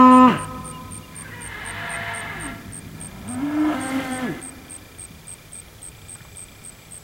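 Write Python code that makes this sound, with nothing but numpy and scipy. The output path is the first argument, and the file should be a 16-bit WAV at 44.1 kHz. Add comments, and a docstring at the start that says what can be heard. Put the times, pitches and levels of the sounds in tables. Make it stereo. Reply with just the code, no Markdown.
"""Cattle bellow in an open pen, their vocal folds giving a clear tone and their breath a rasp. A near moo
ends and rings off the barns; farther off two cows overlap, then another swells, breaks to a lower note
and drops. Close to the stereo microphone a cricket scrapes its wings in short chirps. Underneath lie a
far engine, a bird, an insect's trill, dull knocks, dry clicks, hiss with one gust, and the buzz of the
camera that houses the microphone."""
import sys
import numpy as np
from scipy import signal
from scipy.fft import rfft, irfft, next_fast_len
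from scipy.io import wavfile
from scipy.ndimage import uniform_filter1d

SR = 44100
rng = np.random.default_rng(int(sys.argv[2]) if len(sys.argv) > 2 else 0)


def to_wav(sig):
    """Store sig (one row per channel, or 1-D mono) as 16-bit WAV at the path in sys.argv[1].

    Samples outside -1..1 are clipped; the rate is SR.
    """
    pcm = np.clip(np.atleast_2d(sig), -1, 1) * 32767
    pcm = np.round(pcm).astype(np.int16)
    wavfile.write(sys.argv[1], SR, pcm.T)  # frames by channels


N = 310023
TIME = np.arange(N) / SR

# hiss spectrum: freq_hz, relative_db
AIR_SPECTRUM = [(12, -32.5), (20, -16), (101, 4), (284, -23.5), (375, -9), (1110, -13.5), (1320, -11),
                (1510, -14.5), (2370, -11), (2570, -17), (3500, -17.5), (3910, -19), (15800, -26.5)]
# likeness of left and right hiss: freq_hz, correlation
AIR_LIKENESS = [(60, 1), (150, 0.97), (380, 0.59), (950, -0.3), (2380, -0.3), (5980, 0.15), (15000, 1)]
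# phase between the microphone ports: freq_hz, right_lead_rad
PORT_PHASE = [(30, 1), (100, 0), (250, 0.67), (600, 0.52), (1200, 1.06), (4000, 0), (9000, 1.3)]
# far engine: time_s, level_db
ENGINE_LEVEL = [(0, -35), (1.5, -42), (2.15, -39.5), (3.9, -38.5), (4.7, -49.5), (7.03, -50)]
# its resonances: freq_hz, width_hz, relative_db
ENGINE_BODY = [(55.4, 5, -0.5), (104.3, 7, 3), (156.55, 2.6, 5.5), (217, 102, -7.5)]
# camera drive tones: freq_hz, level_db
BUZZ_TONES = [(1310, -55.5), (2385, -46), (3580, -53), (4795, -55), (5975, -82), (7185, -81)]
# gaps in the buzz: start_s, end_s
BUZZ_PAUSES = [(1.43, 1.6), (2.68, 2.8), (2.87, 2.94), (5.2, 5.24), (5.47, 5.54), (5.67, 5.87),
               (6.68, 6.71), (6.74, 6.77), (6.87, 7.0)]
# far bird notes: start_s, length_s, from_hz, to_hz, level_db
TWEETS = [(0.711, 0.081, 2930, 2770, -43), (1.018, 0.049, 2920, 2720, -45), (5.782, 0.012, 3500, 3200, -46)]
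# knocks: start_s, relative_db, pitch_hz, t60_s
KNOCKS = [(5.103, -28, 180, .05), (6.155, -32, 1550, .04), (6.203, -20, 100, .08), (6.204, -32, 1650, .04),
          (6.249, -32, 900, .035)]
# cricket chirps: start_s, stroke_count
CHIRPS = [(0.1247, 6), (0.3862, 6), (0.6539, 6), (0.9194, 6), (1.1625, 6), (1.4171, 6), (1.6611, 5),
          (1.9028, 6), (2.147, 6), (2.4087, 6), (2.7316, 6), (3.0115, 6), (3.2876, 6), (3.8119, 8),
          (4.1198, 6), (4.4256, 7), (4.7063, 6), (4.9941, 6), (5.2802, 6), (5.5309, 7), (5.8286, 6),
          (6.0939, 6), (6.3695, 7), (6.6489, 5), (6.9202, 6)]
# the cricket as the camera turns: time_s, pitch_hz, level_db, left_over_right_db
CRICKET_DRIFT = [(0, 8750, -37.5, 12.5), (1, 8755, -35, 9.5), (4.5, 8470, -33, 6), (7, 8400, -34.5, 1)]

# vocal fold pitch of each voice, before any closing fall: time_s, pitch_hz
NEAR_PITCH = [(0, 254.6)]
HIGH_PITCH = [(1.12, 578), (1.25, 545), (1.33, 488), (1.49, 482.7), (1.53, 416), (1.76, 483), (1.95, 489.6),
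              (2.3, 428.3), (2.4, 345), (2.46, 284.6), (2.57, 222.4)]
LOW_PITCH = [(2, 341.5)]
SWELL_PITCH = [(2.95, 188.9), (3.26, 195.7), (3.31, 245.1), (3.39, 254.6), (3.43, 286.6), (3.59, 305.5),
               (3.86, 303.6)]
DROP_PITCH = [(3.74, 258.9), (3.98, 266.5), (4.07, 257.1), (4.22, 255.3)]
OVERTONE_PITCH = [(4.21, 258), (4.25, 242.7)]
# effort of each voice, before throat and yard: time_s, clear_db, hoarse_db
NEAR_EFFORT = [(0, -12.5, -31.5), (.255, -12.5, -38.5), (.285, -16, -21), (.33, -23.5, -25), (.4, -46, -36),
               (.46, -68, -44)]
HIGH_EFFORT = [(1.12, -54, -51.5), (1.25, -48, -45.5), (1.38, -39, -46), (1.529, -45, -35.5),
               (1.76, -41, -32), (2.1, -40.5, -30.5), (2.3, -38.5, -36), (2.499, -47, -36.5),
               (2.569, -68, -63)]
LOW_EFFORT = [(1.66, -53, -59), (1.88, -42.5, -48), (2.2, -43, -48), (2.32, -51, -53.5), (2.55, -47, -49.5),
              (2.6, -74, -64)]
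SWELL_EFFORT = [(2.95, -50.5, -49.5), (3.221, -46, -49), (3.291, -31.5, -44), (3.51, -31.5, -35),
                (3.6, -23, -35.5), (3.73, -24.5, -26), (3.79, -34, -41), (3.86, -46, -45)]
DROP_EFFORT = [(3.74, -26.5, -40.5), (3.8, -30, -38.5), (4.0, -29, -31.5), (4.12, -29.5, -41),
               (4.26, -27, -34.5), (4.309, -27, -41.5), (4.402, -60.5, -43)]
OVERTONE_EFFORT = [(4.15, -66, -69), (4.19, -30.5, -64), (4.22, -41.5, -64), (4.29, -34.5, -67),
                   (4.33, -63, -70)]
# throat colour of the clear voice: freq_hz, gain_db
NEAR_THROAT = [(255, 0), (510, -10.5), (765, -15), (1020, -1), (1275, -7.5), (1530, -34), (1785, -21.5),
               (2040, -30.5), (2550, -27.5), (2800, -28), (3300, -41), (4100, -44), (4700, -53),
               (5300, -46), (5900, -59), (6500, -46), (7700, -47)]
HIGH_THROAT = [(250, 13.5), (330, 1.5), (480, -10.5), (950, -6.5), (1450, -9.5), (1900, -2), (2900, -19),
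               (4000, -53)]
LOW_THROAT = [(342, -34), (684, 2.5), (1030, -24), (1370, -0.5), (1710, -3), (2050, -11), (3000, -25),
              (4000, -35)]
SWELL_THROAT = [(200, 0), (305, 2.5), (500, -26), (750, -10.5), (1000, -36), (1250, -18), (2000, -31),
                (4000, -47)]
DROP_THROAT = [(160, -6.5), (270, -0.5), (350, 1), (430, -9), (520, -10.5), (780, -10), (1040, -15),
               (1300, -18), (1570, -12.5), (1800, -14), (2110, -18), (2550, -30), (3400, -27), (3900, -36),
               (4400, -33), (5000, -44)]
OVERTONE_THROAT = [(1450, -39), (1650, 3.5), (1800, -1), (1950, -10), (2300, -40), (3000, -38), (3400, -32),
                   (3800, -52)]
# head resonances of the hoarse voice: freq_hz, width_hz, relative_db
NEAR_RASP = [(213, 82, 0.5), (596, 230, -2), (1040, 250, -6), (1590, 420, -3.5), (2840, 330, -7),
             (4030, 320, -23), (6500, 4700, -33.5)]
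PAIR_RASP = [(860, 300, -10.5), (1430, 33, -61), (1679, 60, 4.5), (1800, 430, -8.5), (2097, 42, 2),
             (2575, 110, -13.5), (2970, 100, -12), (3530, 500, -17.5)]
SWELL_RASP = [(654, 98, 6), (980, 81, 3.5), (1315, 70, 2.5), (1706, 112, 0.5), (2140, 87, -4.5),
              (2960, 520, -14.5)]
DROP_RASP = [(296, 180, -12), (716, 185, -8), (1313, 172, -8.5), (1705, 94, -11.5), (2056, 76, -4),
             (2970, 690, -18)]
# a far moo's lowest tone swells or sinks: centre_s, gain_db, half_width_s
SURGES = [(2.33, -3, 0.053), (2.47, 3.5, 0.035), (3.435, 8.5, 0.026), (3.65, 3.5, 0.12), (3.97, 11, 0.048),
          (4.06, -7, 0.042), (4.12, 8.5, .015), (4.18, -10, 0.041), (4.24, 6.5, 0.021)]

LEAD_S = 1.5  # the near cow has been calling this long at time zero
FALL_SHARE, FALL_S = .51, .075  # out of breath, pitch falls by this share, mostly within this time
BREAK_JITTER = .08  # the slackening folds beat unevenly
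MUFFLE_DB = 10.5  # the closing mouth takes this much more from each harmonic above the second
STROKE_S, SAG_HZ_PER_STROKE = .01103, 22  # cricket wings
FRAMES_PER_S, WHINE_HZ, EDGE_HZ = 29.97, 15734, 15900  # camera


def amp(db):
    return 10 ** (np.asarray(db) / 20)


def unit_rms(x):
    return x / np.sqrt(np.mean(x ** 2) + 1e-20)


def curve_at(points, hz):
    """Interpolate a table along log frequency."""
    freqs, values = np.transpose(points)
    return np.interp(np.log(hz + 1), np.log(freqs + 1), values)


def add(mix, start_s, sound):
    part = mix[..., round(start_s * SR):][..., :sound.shape[-1]]
    part += sound[..., :part.shape[-1]]


def wobble(count, span):
    """Random drift of rms 1, smoothed over span samples."""
    return unit_rms(uniform_filter1d(uniform_filter1d(rng.standard_normal(count), span), span))


def resonate(x, modes):
    """Sum of steep resonances, each a pole applied twice; comes out at rms 1."""
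    size = next_fast_len(len(x) + 4096)
    hz = np.fft.rfftfreq(size, 1 / SR)
    gain = sum((-1) ** k * amp(db) / (1 + 1j * (hz - centre) / width) ** 2
               for k, (centre, width, db) in enumerate(modes))
    return unit_rms(irfft(rfft(x, size) * gain, size)[:len(x)])


def panned(x, left_over_right_db):
    return x * amp(np.array([[left_over_right_db], [-left_over_right_db]]) / 2)


def mic_ports(x):
    """The two ports differ in phase; a short housing reflection adds to one and takes from the other."""
    size = next_fast_len(x.shape[-1])
    hz = np.fft.rfftfreq(size, 1 / SR)
    echo = .36 * np.exp(-2j * np.pi * (hz - 1480) / 1200)
    echo /= (1 + (550 / (hz + 1)) ** 3) * (1 + (hz / 5000) ** 2)  # mainly the midrange reflects
    turn = np.exp(.5j * curve_at(PORT_PHASE, hz))
    response = np.array([(1 + echo) / turn, (1 - echo) * turn])
    return irfft(rfft(x, size) * response, size)[:, :x.shape[-1]]


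def air():
    """Wide outdoor and microphone hiss with drifting patches."""
    frames, hz = N // 256 + 5, np.fft.rfftfreq(1024, 1 / SR)
    left_re, left_im, apart_re, apart_im, patches = rng.standard_normal((frames, 513, 5)).T
    patches = unit_rms(uniform_filter1d(uniform_filter1d(patches, 10, 0), 14, 1))
    likeness = np.clip(curve_at(AIR_LIKENESS, hz), -1, 1)[:, None]
    left, apart = left_re + 1j * left_im, apart_re + 1j * apart_im
    spectra = np.array([left, likeness * left + np.sqrt(1 - likeness ** 2) * apart])
    settling_db = np.linspace(1.5, 0, frames)
    spectra *= amp(curve_at(AIR_SPECTRUM, hz)[:, None] + .54 * patches + settling_db)
    return amp(-43.5) * unit_rms(signal.istft(spectra, nperseg=1024, noverlap=768)[1][:, :N])


def engine():
    """An engine far off: lumpy noise in a few low resonances."""
    lumps = rng.standard_normal(N) * amp(1.5 * wobble(N, span=1200))
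    level_db = np.interp(TIME, *np.transpose(ENGINE_LEVEL))
    return mic_ports(amp(level_db) * resonate(lumps, ENGINE_BODY))


def camera():
    """Right at the microphone the drive ticks and buzzes once a frame; the line scan whines on top."""
    frames = np.arange(int(TIME[-1] * FRAMES_PER_S))
    starts = (frames + .33) / FRAMES_PER_S
    spreads = rng.standard_normal((len(frames), 2))
    buzzing = ~np.any([(starts > begin) & (starts < end) for begin, end in BUZZ_PAUSES], axis=0)
    t = np.arange(0, .017, 1 / SR)
    phase_rad = np.array([[-1.], [1.]])  # the housing shakes the two ports out of step
    buzz = sum(np.sqrt(2) * amp(db) * np.sin(2 * np.pi * hz * t + phase_rad) for hz, db in BUZZ_TONES)
    buzz *= signal.windows.tukey(len(t), .35) * amp(-60 * t / .42)
    tick = np.sin(2 * np.pi * 3300 * t + phase_rad) * amp(-60 * t / .014)
    out = np.zeros((2, N))
    for k, start_s, on, (buzz_db, tick_spread) in zip(frames, starts, buzzing, spreads):
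        tick_db = -37 - 2.3 * (k % 2) + 2.2 * tick_spread
        add(out, start_s, on * amp(buzz_db) * buzz + amp(tick_db) * tick)
    whine = np.sqrt(2) * amp(-69) * np.sin(2 * np.pi * WHINE_HZ * TIME)
    return out + whine


def crackle(clicks_per_s=4):
    """Rare faint dry clicks at random moments."""
    sizes = amp(-56 + 3 * np.minimum(rng.exponential(1, N), 3))
    impulses = sizes * (rng.random(N) < clicks_per_s / SR)
    t = np.arange(200) / SR
    click = rng.standard_normal(len(t)) * amp(-60 * t / .0022)
    return signal.oaconvolve(impulses, click)[:N]


def gust(peak_s=3.96, peak_db=-45.5, rise_s=.24, fall_s=.37):
    """One gust of grainy, broad hiss near the microphone."""
    grains = rng.standard_normal(N) * amp(1.5 * wobble(N, span=150))
    hiss = resonate(grains, [(4998, 5000, 4), (12200, 4800, 0)])
    width_s = np.where(TIME < peak_s, rise_s, fall_s)
    return amp(peak_db) * np.exp(-((TIME - peak_s) / width_s) ** 2) * hiss


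def trill(start_s=5.95):
    """A far insect starts a thin, slightly wavering trill."""
    hz = 7712 + 25 * wobble(N, span=250)
    tone = amp(3 * wobble(N, span=300)) * np.sin(2 * np.pi * np.cumsum(hz) / SR)
    onset = np.clip((TIME - start_s) / .02, 0, 1)
    return panned(amp(-57.5) * tone * onset, 1.4)


def bird():
    """A far bird whistles short falling notes."""
    out = np.zeros(N)
    for start_s, length_s, from_hz, to_hz, db in TWEETS:
        hz = np.linspace(from_hz, to_hz, round(length_s * SR))
        add(out, start_s, amp(db) * np.hanning(len(hz)) * np.sin(2 * np.pi * np.cumsum(hz) / SR))
    return mic_ports(out)


def knocks():
    """Dull knocks of hooves or hands, each a band of noise that dies quickly."""
    out = np.zeros(N)
    t = np.arange(5000) / SR
    for start_s, db, hz, t60_s in KNOCKS:
        ring = resonate(rng.standard_normal(2 * len(t)), [(hz, .25 * hz, 0)])[len(t):]
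        attack = np.minimum(t * hz, 1)  # speaks within one cycle
        add(out, start_s, amp(db - 60 * t / t60_s) * attack * ring / 2)
    return mic_ports(out)


def cricket():
    """Close by, to the left: each wing stroke is a sagging tone; a short weak one opens the chirp."""
    out = np.zeros((2, N))
    times, *drift = np.transpose(CRICKET_DRIFT)
    for start_s, strokes in CHIRPS:
        centre_hz, db, pan_db = (np.interp(start_s, times, column) for column in drift)
        for k in range(-1, strokes):
            opening = k < 0
            length_s, late_s = (.0045, .002) if opening else (.0082, 0)
            stroke_db = db + (-4.6 if opening else .38 * rng.standard_normal())
            progress = np.arange(0, 1, 1 / (length_s * SR))
            glide_hz = 330 * (length_s / .0063) * (.5 - progress) - 300 * progress ** 6
            hz = centre_hz - SAG_HZ_PER_STROKE * (k - strokes / 2) + glide_hz
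            shape = signal.windows.tukey(len(hz), .35) * (1 - .27 * progress)
            tone = np.sqrt(2) * amp(stroke_db) * shape * np.sin(2 * np.pi * np.cumsum(hz) / SR)
            tone *= 1 + .12 * rng.standard_normal(len(hz))  # the wing's file scrapes a little
            add(out, start_s - .0004 + late_s + k * STROKE_S, panned(tone, pan_db))
    scatter = rng.standard_normal((2, 1800)) * amp(-60 * np.arange(1800) / SR / .083)  # grass and fence
    return out + amp(-16) * signal.oaconvolve(out, scatter / np.linalg.norm(scatter[0]), axes=1)[:, :N]


def yard_echo(x, fence_t60_s=.62, barn_t60_s=2.52):
    """Near fences give a quick tail, barns and trees a long dull one that flutters in the moving air."""
    t = np.arange(2 * SR) / SR
    taps = rng.standard_normal((2, 2, len(t))) * (t > .012)
    taps[:, 1] = .8 * taps[:, 0] + .6 * taps[:, 1]  # the close ports hear nearly the same echoes
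    bass_cut = signal.butter(1, 300, "high", fs=SR)  # the quick echo carries little bass
    dull_band = signal.butter(2, [300, 2200], "band", fs=SR, output="sos")
    fence_tail = amp(-60 * t / fence_t60_s) * signal.lfilter(*bass_cut, taps[0])
    barn_tail = amp(-60 * t / barn_t60_s) * signal.sosfilt(dull_band, taps[1])
    at = np.arange(len(x))
    stirred = np.interp(at + 7 * wobble(len(x), span=1100), at, x)  # long paths waver by a few samples
    fences, barns = (signal.fftconvolve(sound[None], tail / np.linalg.norm(tail[0]), axes=1)[:, :len(x)]
                     for sound, tail in ((x, fence_tail), (stirred, barn_tail)))
    return amp(-14) * fences + amp(-27) * barns


def moo(pitch, effort, throat, rasp, jitter, shimmer_db, fall_at_s=np.inf, lead_s=0):
    """Harmonics coloured by the throat, plus breath puffed through the head once a cycle."""
    times, *levels = np.transpose(effort)
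    t = np.arange(times[0] - lead_s, times[-1], 1 / SR)
    clear_db, hoarse_db = (np.interp(t, times, column) for column in levels)
    spent = 1 - np.exp(-(np.maximum(t - fall_at_s, 0) / FALL_S) ** 2)  # nears 1 as breath runs out
    hz = np.interp(t, *np.transpose(pitch)) * (1 - FALL_SHARE * spent)
    surge_db = sum(db * np.exp(-((t - at) / width) ** 2) for at, db, width in SURGES)
    hoarseness = np.minimum(amp(hoarse_db - clear_db), 1) ** 2
    unrest = jitter + BREAK_JITTER * spent + .03 * hoarseness
    lead_drift = .006 * wobble(len(t), span=4000) * np.clip((times[0] - t) / .276, 0, 1)
    cycles = np.cumsum(hz * (1 + unrest * wobble(len(t), span=120) + lead_drift)) / SR
    clear = np.zeros(len(t))
    for k in range(1, 31):
        harmonic_db = curve_at(throat, k * hz) + surge_db * (k == 1) - MUFFLE_DB * spent * max(k - 2, 0)
        flicker_db = shimmer_db * min(k / 3, 1) + min(max(k - 5, 0) / 3, 3)
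        harmonic_db += flicker_db * wobble(len(t), span=900)
        clear += amp(harmonic_db) * np.cos(2 * np.pi * k * cycles + k * k)
    puffs = (.63 + np.exp(-(cycles % 1) / .32)) * rng.standard_normal(len(t))
    hoarse = resonate(puffs * amp(.83 * wobble(len(t), span=200)), rasp)
    voice = np.sqrt(2) * amp(clear_db) * clear + amp(hoarse_db) * hoarse
    fade = signal.windows.tukey(len(t), .0097 / (t[-1] - t[0]))
    start_s = t[0] + LEAD_S
    return start_s, voice * fade


def cattle():
    """One cow near the microphone, the yard already ringing; the far cows carry more echo."""
    near, far = np.zeros((2, N + round(LEAD_S * SR)))
    add(near, *moo(NEAR_PITCH, NEAR_EFFORT, NEAR_THROAT, NEAR_RASP, jitter=.0023, shimmer_db=.71,
                   fall_at_s=.255, lead_s=LEAD_S))
    # a high and a low cow overlap
    add(far, *moo(HIGH_PITCH, HIGH_EFFORT, HIGH_THROAT, PAIR_RASP, jitter=.012, shimmer_db=4.7))
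    add(far, *moo(LOW_PITCH, LOW_EFFORT, LOW_THROAT, PAIR_RASP, jitter=.0039, shimmer_db=2.7))
    # the last cow swells and breaks lower; an overtone stands out as its mouth closes
    add(far, *moo(SWELL_PITCH, SWELL_EFFORT, SWELL_THROAT, SWELL_RASP, jitter=.0095, shimmer_db=2.4))
    add(far, *moo(DROP_PITCH, DROP_EFFORT, DROP_THROAT, DROP_RASP, jitter=.0013, shimmer_db=1.74,
                  fall_at_s=4.225))
    add(far, *moo(OVERTONE_PITCH, OVERTONE_EFFORT, OVERTONE_THROAT, DROP_RASP,
                  jitter=.0018, shimmer_db=2))
    return mic_ports(near + far + yard_echo(near + amp(6) * far))[:, -N:]


def scene():
    """The pen as heard at the camera's microphone."""
    outdoors = cattle() + cricket() + trill() + bird() + knocks() + air() + engine() + gust() + crackle()
    return outdoors + camera()


def record(dry):
    """The recorder cuts off the top of the treble."""
    lowpass = signal.firwin(1023, EDGE_HZ, window=("kaiser", 9), fs=SR)
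    return signal.oaconvolve(dry, lowpass[None], "same")


dry = scene()
out = record(dry)
to_wav(out)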